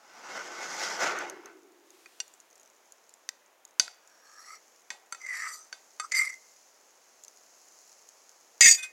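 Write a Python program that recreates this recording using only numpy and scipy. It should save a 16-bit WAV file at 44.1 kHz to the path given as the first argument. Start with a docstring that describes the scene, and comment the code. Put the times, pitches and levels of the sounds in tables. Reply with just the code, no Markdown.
"""A steel grate grinds over the hollow firebox of a charcoal grill, outdoors at night.
Stick-slip friction drives the grate's resonances, and the firebox hums on after it. Embers hiss and
tick throughout, over a soft rush of air, and the charcoal twice gives a dry crack. A blade clinks on
the bars (impacts exciting damped modes), scrapes along them (friction feeding its bending modes),
then screeches under a hard shove and springs free to ring alone."""
import sys
import numpy as np
from scipy import signal
from scipy.fft import rfft, irfft, next_fast_len
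from scipy.io import wavfile
from scipy.ndimage import uniform_filter1d, minimum_filter1d, map_coordinates

SR = 44100
rng = np.random.default_rng(int(sys.argv[2]) if len(sys.argv) > 2 else 0)


def transcribe(u):
    """Save the signal u as a 16-bit wav file named by the first command-line argument.

    u: samples, shape (n,) or (channels, n), limited to [-1, 1]; the rate is SR.
    q: integer samples, one column per channel.
    """
    v = np.clip(np.atleast_2d(u).T, -1, 1)
    q = np.round(v * 32767).astype(np.int16)
    wavfile.write(sys.argv[1], SR, q)


N = 393501


def amp(db):
    """Decibels to amplitude ratio."""
    return 10 ** (np.asarray(db) / 20)


def unit(x):
    """Normalisation to rms 1."""
    return x / np.sqrt(np.mean(x ** 2) + 1e-20)


def along(points, hz):
    """Interpolation of (frequency_hz, value) points on a log frequency axis."""
    f, values = np.transpose(points)
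    return np.interp(np.log(hz + 1), np.log(f + 1), values)


def curves(rows):
    """Linear interpolation in time: one value per sample for each column after the first."""
    times, *columns = np.transpose(rows)
    return [np.interp(np.arange(N) / SR, times, column) for column in columns]


def swell(start_s, attack_s, hold_s, release_s, depth_db=24.5):
    """Exponential envelope: a gain rises, holds and falls evenly in dB, then drops away."""
    t = np.arange(N) / SR - start_s
    below = np.clip(np.maximum(1 - t / attack_s, (t - attack_s - hold_s) / release_s), 0, 2)
    return amp(-depth_db * np.maximum(below, below ** 3)) * (t > 0)


def wobble(rate_hz):
    """Random modulation: a smooth curve through rate_hz knots a second."""
    knots = rng.standard_normal(int(N * rate_hz / SR) + 4)
    return map_coordinates(knots, [np.arange(N) * rate_hz / SR])


def filtered(x, response):
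    """Linear filtering: the spectrum of x times a frequency response."""
    size = next_fast_len(len(x) + 8192)
    return irfft(rfft(x, size) * response(np.fft.rfftfreq(size, 1 / SR)), size)[:len(x)]


def band(x, lo_hz, hi_hz, order=3):
    """Causal band-pass filtering."""
    sections = signal.butter(order, [lo_hz, min(hi_hz, SR / 2 - 1)], "band", fs=SR, output="sos")
    return signal.sosfilt(sections, x)


def resonate(x, modes):
    """Forced vibration: x drives (pitch_hz, width_hz, level_db) modes of alternating sign."""
    return filtered(x, lambda f: sum(
        (-1) ** k * amp(db) * 1j * f * width / (hz * hz - f * f + 1j * f * width)
        for k, (hz, width, db) in enumerate(modes)))


def sing(x, hz, width_hz):
    """Resonance: x through a double pole whose frequency may glide, at rms 1."""
    carrier = np.exp(2j * np.pi * np.cumsum(hz * np.ones(N)) / SR)
    pole = np.exp(-np.pi * width_hz / SR)
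    return unit(np.real(carrier * signal.lfilter([1], [1, -2 * pole, pole ** 2], x / carrier)))


def ringing(modes, t60, t):
    """Modal superposition: damped (pitch_hz, level_db, t60_ratio) sines of random strength and sign."""
    hz, mode_db, t60_ratio = np.transpose(modes)[:, :, None]
    sizes = amp(mode_db + 2.5 * rng.standard_normal(hz.shape)) * rng.choice([-1, 1], hz.shape)
    return np.sum(sizes * amp(-60 * t / (t60 * t60_ratio)) * np.sin(2 * np.pi * hz * t), 0)


def glide(x, ratio):
    """Resampling: all modes shift together by a pitch ratio."""
    return map_coordinates(x, [np.cumsum(ratio)], mode="wrap")


def shimmer(x, depth_db, width_hz, step_s):
    """Amplitude modulation: modes swell and fade independently as the contact changes."""
    hz, t, spectrum = signal.stft(x, SR, nperseg=512)
    knots = rng.standard_normal((int(hz[-1] / width_hz) + 2, int(t[-1] / step_s) + 2))
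    field = map_coordinates(knots, np.meshgrid(hz / width_hz, t / step_s, indexing="ij"), order=1)
    return unit(signal.istft(spectrum * amp(depth_db * field), nperseg=512)[1][:N])


def friction(rate_hz, scatter, spread_db, smooth):
    """Stick-slip excitation: impulses of uneven spacing and size, over a share of smooth noise."""
    draw = rng.standard_normal((int(2 * rate_hz * N / SR), 2))
    at = (np.cumsum(np.exp(scatter * draw[:, 0])) * SR / rate_hz).astype(int)
    slips = np.bincount(at[at < N], amp(spread_db * draw[at < N, 1]), N)
    return unit(slips - slips.mean()) + smooth * rng.standard_normal(N)


def add(track, start_s, sound):
    """Superposition: mix a sound into the track."""
    span = track[max(round(start_s * SR), 0):][:len(sound)]
    span += sound[:len(span)]


# Force of the drag: time_s, force_db
DRAG_FORCE = [(0.0, -64), (0.368, -39.5), (0.556, -44.5), (0.626, -39), (0.682, -42), (0.826, -34.5),
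              (0.99, -40.5), (1.006, -29.5), (1.072, -25.5), (1.084, -31.5), (1.112, -29.5), (1.142, -36),
              (1.202, -33.5), (1.396, -54.5), (1.47, -52.5)]
# Treble of the drag relative to its force: time_s, level_db
DRAG_SHEEN = [(0.1, -5), (0.4, -7.5), (0.86, -0.5), (1.05, -8), (1.15, -15), (1.4, -14.5)]
# Spectral envelope of the grinding: frequency_hz, gain_db
DRAG_SPECTRUM = [(35, -82), (60, -59), (168, -21), (268, -16.5), (346, -6.5), (469, 0), (903, -4.5),
                 (968, -7), (1470, 2.5), (2900, -9.5), (3940, -16), (5090, -11.5), (6580, -12),
                 (9130, -31.5), (13000, -36), (16000, -47)]
# Resonances of the grate: pitch_hz, width_hz, level_db
GRATE_MODES = [(868, 370, -3.5), (1527, 41, 2), (1980, 36, -6), (2176, 31, 3), (2720, 30, -13.5),
               (5020, 60, -14.5), (5100, 91, -13), (6000, 29, -0.5), (6890, 110, -17.5)]


def grate_drag(stop_db_per_s=140):
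    """Stick-slip friction on the rim: one force drives rumble, rasp, sheen and the firebox's hum."""
    resting_s = np.maximum(np.arange(N) / SR - DRAG_FORCE[-1][0], 0)
    force_db = curves(DRAG_FORCE)[0] - stop_db_per_s * resting_s + 1.1 * wobble(44.44)
    grit = friction(rate_hz=2500, scatter=.8, spread_db=1, smooth=.65)
    grind = unit(grit) + .41 * unit(resonate(grit, GRATE_MODES))
    grind = filtered(grind, lambda hz: amp(along(DRAG_SPECTRUM, hz)))
    grind = shimmer(grind, depth_db=2.5, width_hz=200, step_s=.034)
    rumble = amp(-27 + .86 * force_db) * unit(band(grind, 85, 280, order=4))
    rasp = amp(force_db + .04) * unit(band(grind, 420, 3300))
    sheen = amp(force_db + curves(DRAG_SHEEN)[0]) * unit(band(grind, 4000, 23000))
    return rumble + rasp + sheen + firebox_hum(force_db)


def firebox_hum(force_db, t60=2.08):
    """Energy storage in a resonator: the firebox is fed by the drag and decays after it."""
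    retained = 1e-6 ** (1 / (t60 * SR))  # share of energy kept per sample
    energy = signal.lfilter([1 - retained], [1, -retained], amp(force_db) ** 2)
    hum = sing(band(rng.standard_normal(N), 260, 600), 361.5, width_hz=97)
    return amp(-15.5) * np.sqrt(energy) * hum


# Spectral envelope of the night air: frequency_hz, gain_db
AIR_SPECTRUM = [(15, -63.5), (25, -31.5), (146, -26), (184, -16.5), (379, -4.5), (592, -1), (831, -2),
                (985, -3), (1220, -5), (2160, -8.5), (3450, -14.5), (4000, -16.5), (5200, -41),
                (8800, -120)]


def night_air():
    """Broadband ambient noise: a soft, distant rush over a faint even hiss."""
    level_db = -65.5 + .25 * wobble(2)
    rush = unit(filtered(rng.standard_normal(N), lambda hz: amp(along(AIR_SPECTRUM, hz))))
    return amp(level_db) * rush + amp(-74) * unit(band(rng.standard_normal(N), 2500, 17000))


# Strength of the embers' hiss: time_s, level_db
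HISS_LEVEL = [(1.8, -71.5), (2.3, -72), (3.1, -67.5), (3.7, -75), (4.65, -64), (5.05, -69), (6.4, -58.5),
              (6.9, -65), (7.8, -59), (8.55, -63)]
# Spectral envelope of that hiss: frequency_hz, gain_db
HISS_SPECTRUM = [(1470, -44), (2500, -16.5), (3570, -27), (4080, -11), (6650, 0), (7130, -3.5),
                 (8730, -19.5), (10300, -14), (12500, -21), (13800, -23), (15200, -26), (16000, -24)]


def ember_hiss():
    """Shot noise: dense tiny impulses merge into a hiss, joined once by a soft, broader swell."""
    impulses = friction(rate_hz=4300, scatter=.91, spread_db=9, smooth=1.33)
    hiss = unit(filtered(impulses, lambda hz: amp(along(HISS_SPECTRUM, hz))))
    broad_hiss = unit(band(rng.standard_normal(N), 1500, 8000, order=1))
    flare = amp(-65) * swell(start_s=1.696, attack_s=.24, hold_s=.29, release_s=.75) * broad_hiss
    return flare + amp(curves(HISS_LEVEL)[0] + .4 * wobble(8)) * hiss


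# The loudest ember ticks: start_s, level_db
LOUD_TICKS = [(1.1882, -27.5), (1.2984, -28), (1.4586, -36), (1.9051, -41), (2.2797, -41), (2.3386, -42),
              (2.4019, -39.5), (2.9223, -37.5), (3.0934, -44), (3.1393, -38.5), (3.6516, -35),
              (4.0751, -43.5), (6.341, -38), (7.237, -35), (7.2474, -41), (7.2814, -35.5), (8.0895, -38)]


def ember_ticks(pitch_hz=6550):
    """Acoustic emission: charcoal splits in ticks, a few loud, many faint, and one short flurry."""
    out, t = np.zeros(N), np.arange(SR // 40) / SR
    faint = [(when * N / SR, -61.5 + 13 * size ** 2) for when, size in rng.random((130, 2))]
    flurry = [(2.5 + .21 * when, -50.5 + 4 * size) for when, size in rng.random((14, 2))]
    for start_s, db in [*LOUD_TICKS, *faint, *flurry]:
        hz = pitch_hz * np.exp(.065 * rng.standard_normal())
        snap = band(rng.standard_normal(len(t)), 4100, 11000, order=2) * amp(-60 * t / .013)
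        tick = np.sin(2 * np.pi * hz * t) * amp(-60 * t / .012) + .59 * snap
        add(out, start_s, amp(db + .5) * tick / np.abs(tick).max())
    return out


# Modes of the gripped blade and the bars: pitch_hz, level_db, t60_ratio
STEEL_MODES = [(574, -5.5, 1), (798, -3, 1.3), (1007, -4, 1), (1273, -0.5, 1), (1543, 1, 1.6),
               (1650, -2.5, .8), (1924, 3, 1.2), (2162, 3, 1), (2540, 2, 1.1), (3010, -6.5, .8),
               (3573, -3, 1), (4475, 1, .9), (4820, 0, 1), (4635, -2.5, .6), (5800, -4.5, .8),
               (6200, 7, .7), (5720, -5.5, 1), (6420, 1, .6), (6620, -5, .7), (7420, 0, 1.3),
               (8430, -0.5, .9), (8200, -10, 1.4), (10770, -9, 1), (13000, -22.5, .7)]
# Blade blows on the bars, plus two dry charcoal cracks (at 2.202 and 3.29 s):
# start_s, level_db, treble_over_middle_db, low_mode_hz, high_mode_hz, t60_s, rattle_db
CLINKS_AND_SNAPS = [(2.059, -50.5, -7.5, 2480, 4650, 0.033, -14),
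                    (2.202, -23.5, 13, 2800, 5750, 0.033, -14), (3.29, -25.5, 7.5, 1940, 5550, .014, -24.5),
                    (3.797, -7.5, 15, 1500, 4686, .029, -6.5), (3.879, -39, -1.5, 1410, 4710, .018, -12),
                    (4.904, -30.5, -0.5, 1894, 5660, 0.03, 4.5), (5.124, -31, -0.5, 1370, 7600, .04, -11),
                    (5.147, -41, -2, 1350, 7540, 0.038, 3), (5.727, -32.5, 1, 1567, 4580, 0.028, 0),
                    (5.998, -28, -2.5, 1230, 7500, 0.061, -23), (6.119, -25.5, 14, 2040, 6950, .065, -4.5),
                    (8.608, -8, 12.5, 2050, 6780, 0.027, -4.5)]


def clinks_and_snaps():
    """Impulse excitation: a blade blow or charcoal crack gives a burst, a damped ring and a rattle."""
    out, t = np.zeros(N), np.arange(SR // 5) / SR
    for start_s, db, bright_db, low_hz, high_hz, t60, rattle_db in CLINKS_AND_SNAPS:
        ring = ringing([*STEEL_MODES, (low_hz, 12, 1.1), (high_hz, 9, 1)], t60, t)
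        noise = rng.standard_normal((4, len(t)))
        crack = noise[0] * (3 * amp(-60 * t / .005) + .8 * amp(-60 * t / t60))
        firebox = 2.1 * band(noise[1], 680, 880, order=2) * amp(-60 * t / .5)
        rattle = .17 * ringing(STEEL_MODES, .2, t) + .62 * noise[2] * amp(-60 * t / .25)
        transient = ring + band(crack + amp(rattle_db) * (rattle + firebox), 150, 8600, order=1)
        thud_db = -20 - .69 * bright_db  # a brighter sound has less bass
        edge_db = -8.5 + 18 * np.log2(high_hz / 5900)  # a higher mode brings more top
        for weight_db, lo_hz, hi_hz in [(thud_db, 200, 780), (-bright_db, 1000, 2900),
                                        (0, 3400, 7300), (edge_db, 7200, 11000)]:
            part = band(transient, lo_hz, hi_hz)
            add(out, start_s, amp(db + weight_db - 10) * part / np.std(part[:SR // 50]))
        onset_db = db + edge_db - 6.5 + 9 * np.log2(.03 / t60)  # a shorter sound starts more brightly
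        add(out, start_s, amp(onset_db) * band(noise[3], 12000, 17000) * amp(-60 * t / .012))
    return out


# Reverberation time around the grill: frequency_hz, t60_s
YARD_DECAY = [(200, .35), (1000, 1), (5000, 0.41), (12000, 0.095)]


def yard_reverb(x):
    """Reverberation: the firebox and nearby walls answer with a short diffuse tail."""
    hz, t, spectrum = signal.stft(rng.standard_normal(SR // 2), SR, nperseg=256)
    tail = signal.istft(spectrum * amp(-60 * t / along(YARD_DECAY, hz)[:, None]), SR, nperseg=256)[1]
    delayed = np.pad(x, (300, 0))
    return signal.fftconvolve(delayed, tail / np.linalg.norm(tail))[:N]


# The blade's edge catches and jumps: start_s, surge_db
EDGE_CATCHES = [(5.214, 7), (5.262, 7), (5.285, 4), (6.121, 16), (6.149, 5.5), (6.190, 3), (6.300, 1.5),
                (8.658, 4), (8.685, 2.5), (8.712, 2.5), (8.746, 8)]


def edge_catches():
    """Stick and release: a gain on the blade's rubbing that surges at each catch, then relaxes."""
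    surge_db, t = np.zeros(N), np.arange(SR // 10) / SR
    for start_s, db in EDGE_CATCHES:
        add(surge_db, start_s, db * np.exp(-(t / .01) ** 2))
    return amp(surge_db)


# Bending modes of the blade: pitch_hz, width_hz, level_db
BLADE_MODES = [(4730, 160, -2), (6060, 170, 0), (6150, 23, -4), (7060, 230, -3.5), (7700, 23, 0),
               (7950, 43, -10.5), (8340, 130, -3.5), (7940, 41, -10), (8200, 31.7, -13.5),
               (10600, 130, -12), (11900, 46, -12.5), (14300, 69, -26)]
# The moving point of contact: time_s, squeal_hz, looseness (0-1), upper_mode_pitch_ratio
CONTACT_PATH = [(4.1, 1560, 0.94, 0.93), (4.38, 1680, 1, 0.92), (4.5, 2060, 0.93, 0.94),
                (5.2, 2108, 0.15, 1), (5.3, 2013, 0.16, 0.99), (5.4, 1910, 1, .97), (5.55, 1990, 1, 1),
                (6.16, 2072, 0.1, 1.02), (6.22, 2115, 0, 0.98), (6.33, 2050, 0.04, 0.96)]
# Light strokes: start_s, attack_s, hold_s, release_s, scratch_db, squeal_db, groan_db, fizz_db,
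# squeal_lead_s
LIGHT_STROKES = [(3.98, 0.52, .055, .045, -55.5, -56, -50.5, -68, 0),
                 (5.16, .18, .21, 0.13, -44.5, -37.5, -42.5, -59.5, 0.085),
                 (5.992, 0.049, .012, .03, -52, -64, -36, -73, 0),
                 (6.113, .06, 0.035, .13, -31.5, -25, -41, -47, 0.0036)]


def blade_scrapes(whine_cap_db=-57, groan_crest=.6):
    """Friction-driven resonance: fine slips feed the blade's modes, each with its own pressure law."""
    rub = friction(rate_hz=800, scatter=.7, spread_db=3, smooth=.45) * amp(1.5 * wobble(90))
    squeal_hz, loose, ratio = curves(CONTACT_PATH)
    loose = np.clip(loose, 0, 1)
    squeal = np.sqrt(1 - loose) * sing(rub, squeal_hz, width_hz=91)
    squeal += np.sqrt(loose) * sing(rub, squeal_hz, width_hz=330)
    groan = sing(rub, 1267, width_hz=157)
    whine = sing(rub, 6080 * ratio, width_hz=460)
    steel = glide(unit(resonate(rub, BLADE_MODES)) + .55 * unit(rub), ratio)
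    steel = shimmer(steel, depth_db=5, width_hz=350, step_s=.025)
    scratch, fizz = unit(band(steel, 3740, 9800)), unit(band(steel, 10400, 13000))
    out = np.zeros(N)
    for start_s, attack, hold, release, scratch_db, squeal_db, groan_db, fizz_db, lead in LIGHT_STROKES:
        pressure = swell(start_s, attack, hold, release)
        squeal_swell = swell(start_s + lead / 2, attack - lead, hold - lead / 2, release - lead / 2)
        # the groan peaks part-way through the hold
        groan_swell = swell(start_s, attack + groan_crest * hold, 0, release + (1 - groan_crest) * hold)
        out += pressure * (amp(scratch_db) * scratch + amp(fizz_db) * fizz)
        out += np.minimum(amp(scratch_db + 1) * pressure, amp(whine_cap_db)) * whine
        out += amp(squeal_db) * squeal_swell ** .81 * squeal
        out += amp(groan_db) * groan_swell ** 1.3 * groan
    return band(edge_catches() * out, 650, 18000, order=4)


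# Modes of blade and bars pressed together: pitch_hz, width_hz, level_db
JAMMED_MODES = [(1877, 41, -6.5), (2168, 42, -4), (2613, 83, -7), (3247, 64, -19), (3644, 160, -18),
                (4776, 42, -4), (4940, 28, -8.5), (5270, 78, -19.5), (6165, 20, -1), (6740, 24, -10),
                (6900, 45, 1.5), (7300, 23, -19), (7600, 81, -15.5), (8350, 70, -9.5), (8930, 36, -29),
                (9720, 42, -23.5), (10600, 32, -28.5), (12240, 67, -28), (13100, 73, -27.5),
                (14720, 140, -32.5)]
# The modes sag as the shove eases: time_s, pitch_ratio
MODE_SAG = [(8.61, 1.014), (8.69, 0.98), (8.72, 0.97), (8.76, .985)]
# Registers that hold, then die as the hand eases: low_hz, high_hz, level_db, hold_s, fall_db_per_s
SCREECH_BANDS = [(974.5, 3450, -18, 0.057, 293), (4750, 9800, -13.5, 0.11, 520),
                 (11560, 18500, -35.5, .085, 260)]


def blade_screech(start_s=8.61, end_s=8.8, rebound_delay_s=.027, rebound_width_s=.0082):
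    """Nearly periodic stick-slip: shoved hard, the blade chatters and drives the coupled modes."""
    t = np.arange(N) / SR
    chatter = friction(rate_hz=410, scatter=.2, spread_db=1.5, smooth=.47)
    steel = glide(resonate(chatter, JAMMED_MODES), curves(MODE_SAG)[0])
    steel = shimmer(steel, depth_db=4, width_hz=200, step_s=.02)
    screech = sum(amp(db - fall * np.maximum(t - start_s - hold, 0)) * unit(band(steel, lo_hz, hi_hz))
                  for lo_hz, hi_hz, db, hold, fall in SCREECH_BANDS)
    # pressure dips as the blade rebounds from its landing
    screech *= amp(-4 * np.exp(-((t - start_s - rebound_delay_s) / rebound_width_s) ** 2))
    return band(edge_catches() * screech * (t > start_s) * (t < end_s), 880, 18400)


# Modes of the blade alone: pitch_hz, level_db, t60_s
FREE_MODES = [(2090, -19.5, 0.19), (2507, -8, 0.18), (3542, -3, 0.059), (5950, -3.5, 0.065),
              (7430, -16.5, 0.14), (8300, -12, 0.06), (8800, -7, 0.049)]
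# Last brushes as the blade lifts: start_s, level_db, contact_s
LAST_BRUSHES = [(8.772, -17.5, 0.022), (8.822, -19, 0.012)]


def blade_springs_free():
    """Free vibration: the lifted blade and the last bar it brushes ring down."""
    out, t = np.zeros(N), np.arange(SR // 3) / SR
    bar_mode = (1545, -18.5, .13)
    ring = sum(amp(db - 60 * t / t60) * np.sin(2 * np.pi * hz * t)
               for hz, db, t60 in [*FREE_MODES, bar_mode])
    for start_s, db, contact_s in LAST_BRUSHES:
        brush = .33 * band(rng.standard_normal(len(t)), 1230, 10000) * amp(-60 * t / .11)
        onset = 1 - np.exp(-(t / contact_s) ** 2)
        add(out, start_s, amp(db) * (ring + brush) * onset)
    return out


def scene():
    """Superposition at one point: all sources, with faint reverberation of clinks, snaps and rubs."""
    transients = clinks_and_snaps()
    rubs = blade_scrapes() + blade_screech() + blade_springs_free()
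    direct = grate_drag() + transients + rubs
    reverb = yard_reverb(amp(-25) * transients + amp(-31) * rubs)
    return (direct + reverb + ember_ticks() + ember_hiss() + night_air())[None]


def record(dry):
    """Peak limiting and band limiting: the loudest peaks are held, and overload leaves a low thump."""
    ceiling, top_hz = .68, 16100
    magnitude = np.abs(dry[0]) + 1e-9
    gain = np.minimum(1, ceiling / magnitude)
    gain = uniform_filter1d(minimum_filter1d(gain, size=61), size=61)
    thump = .9 * band(np.maximum(magnitude - .7, 0), 25, 404, order=1)
    return filtered(dry[0] * gain + thump, lambda hz: hz < top_hz)[None]


dry = scene()
out = record(dry)
transcribe(out)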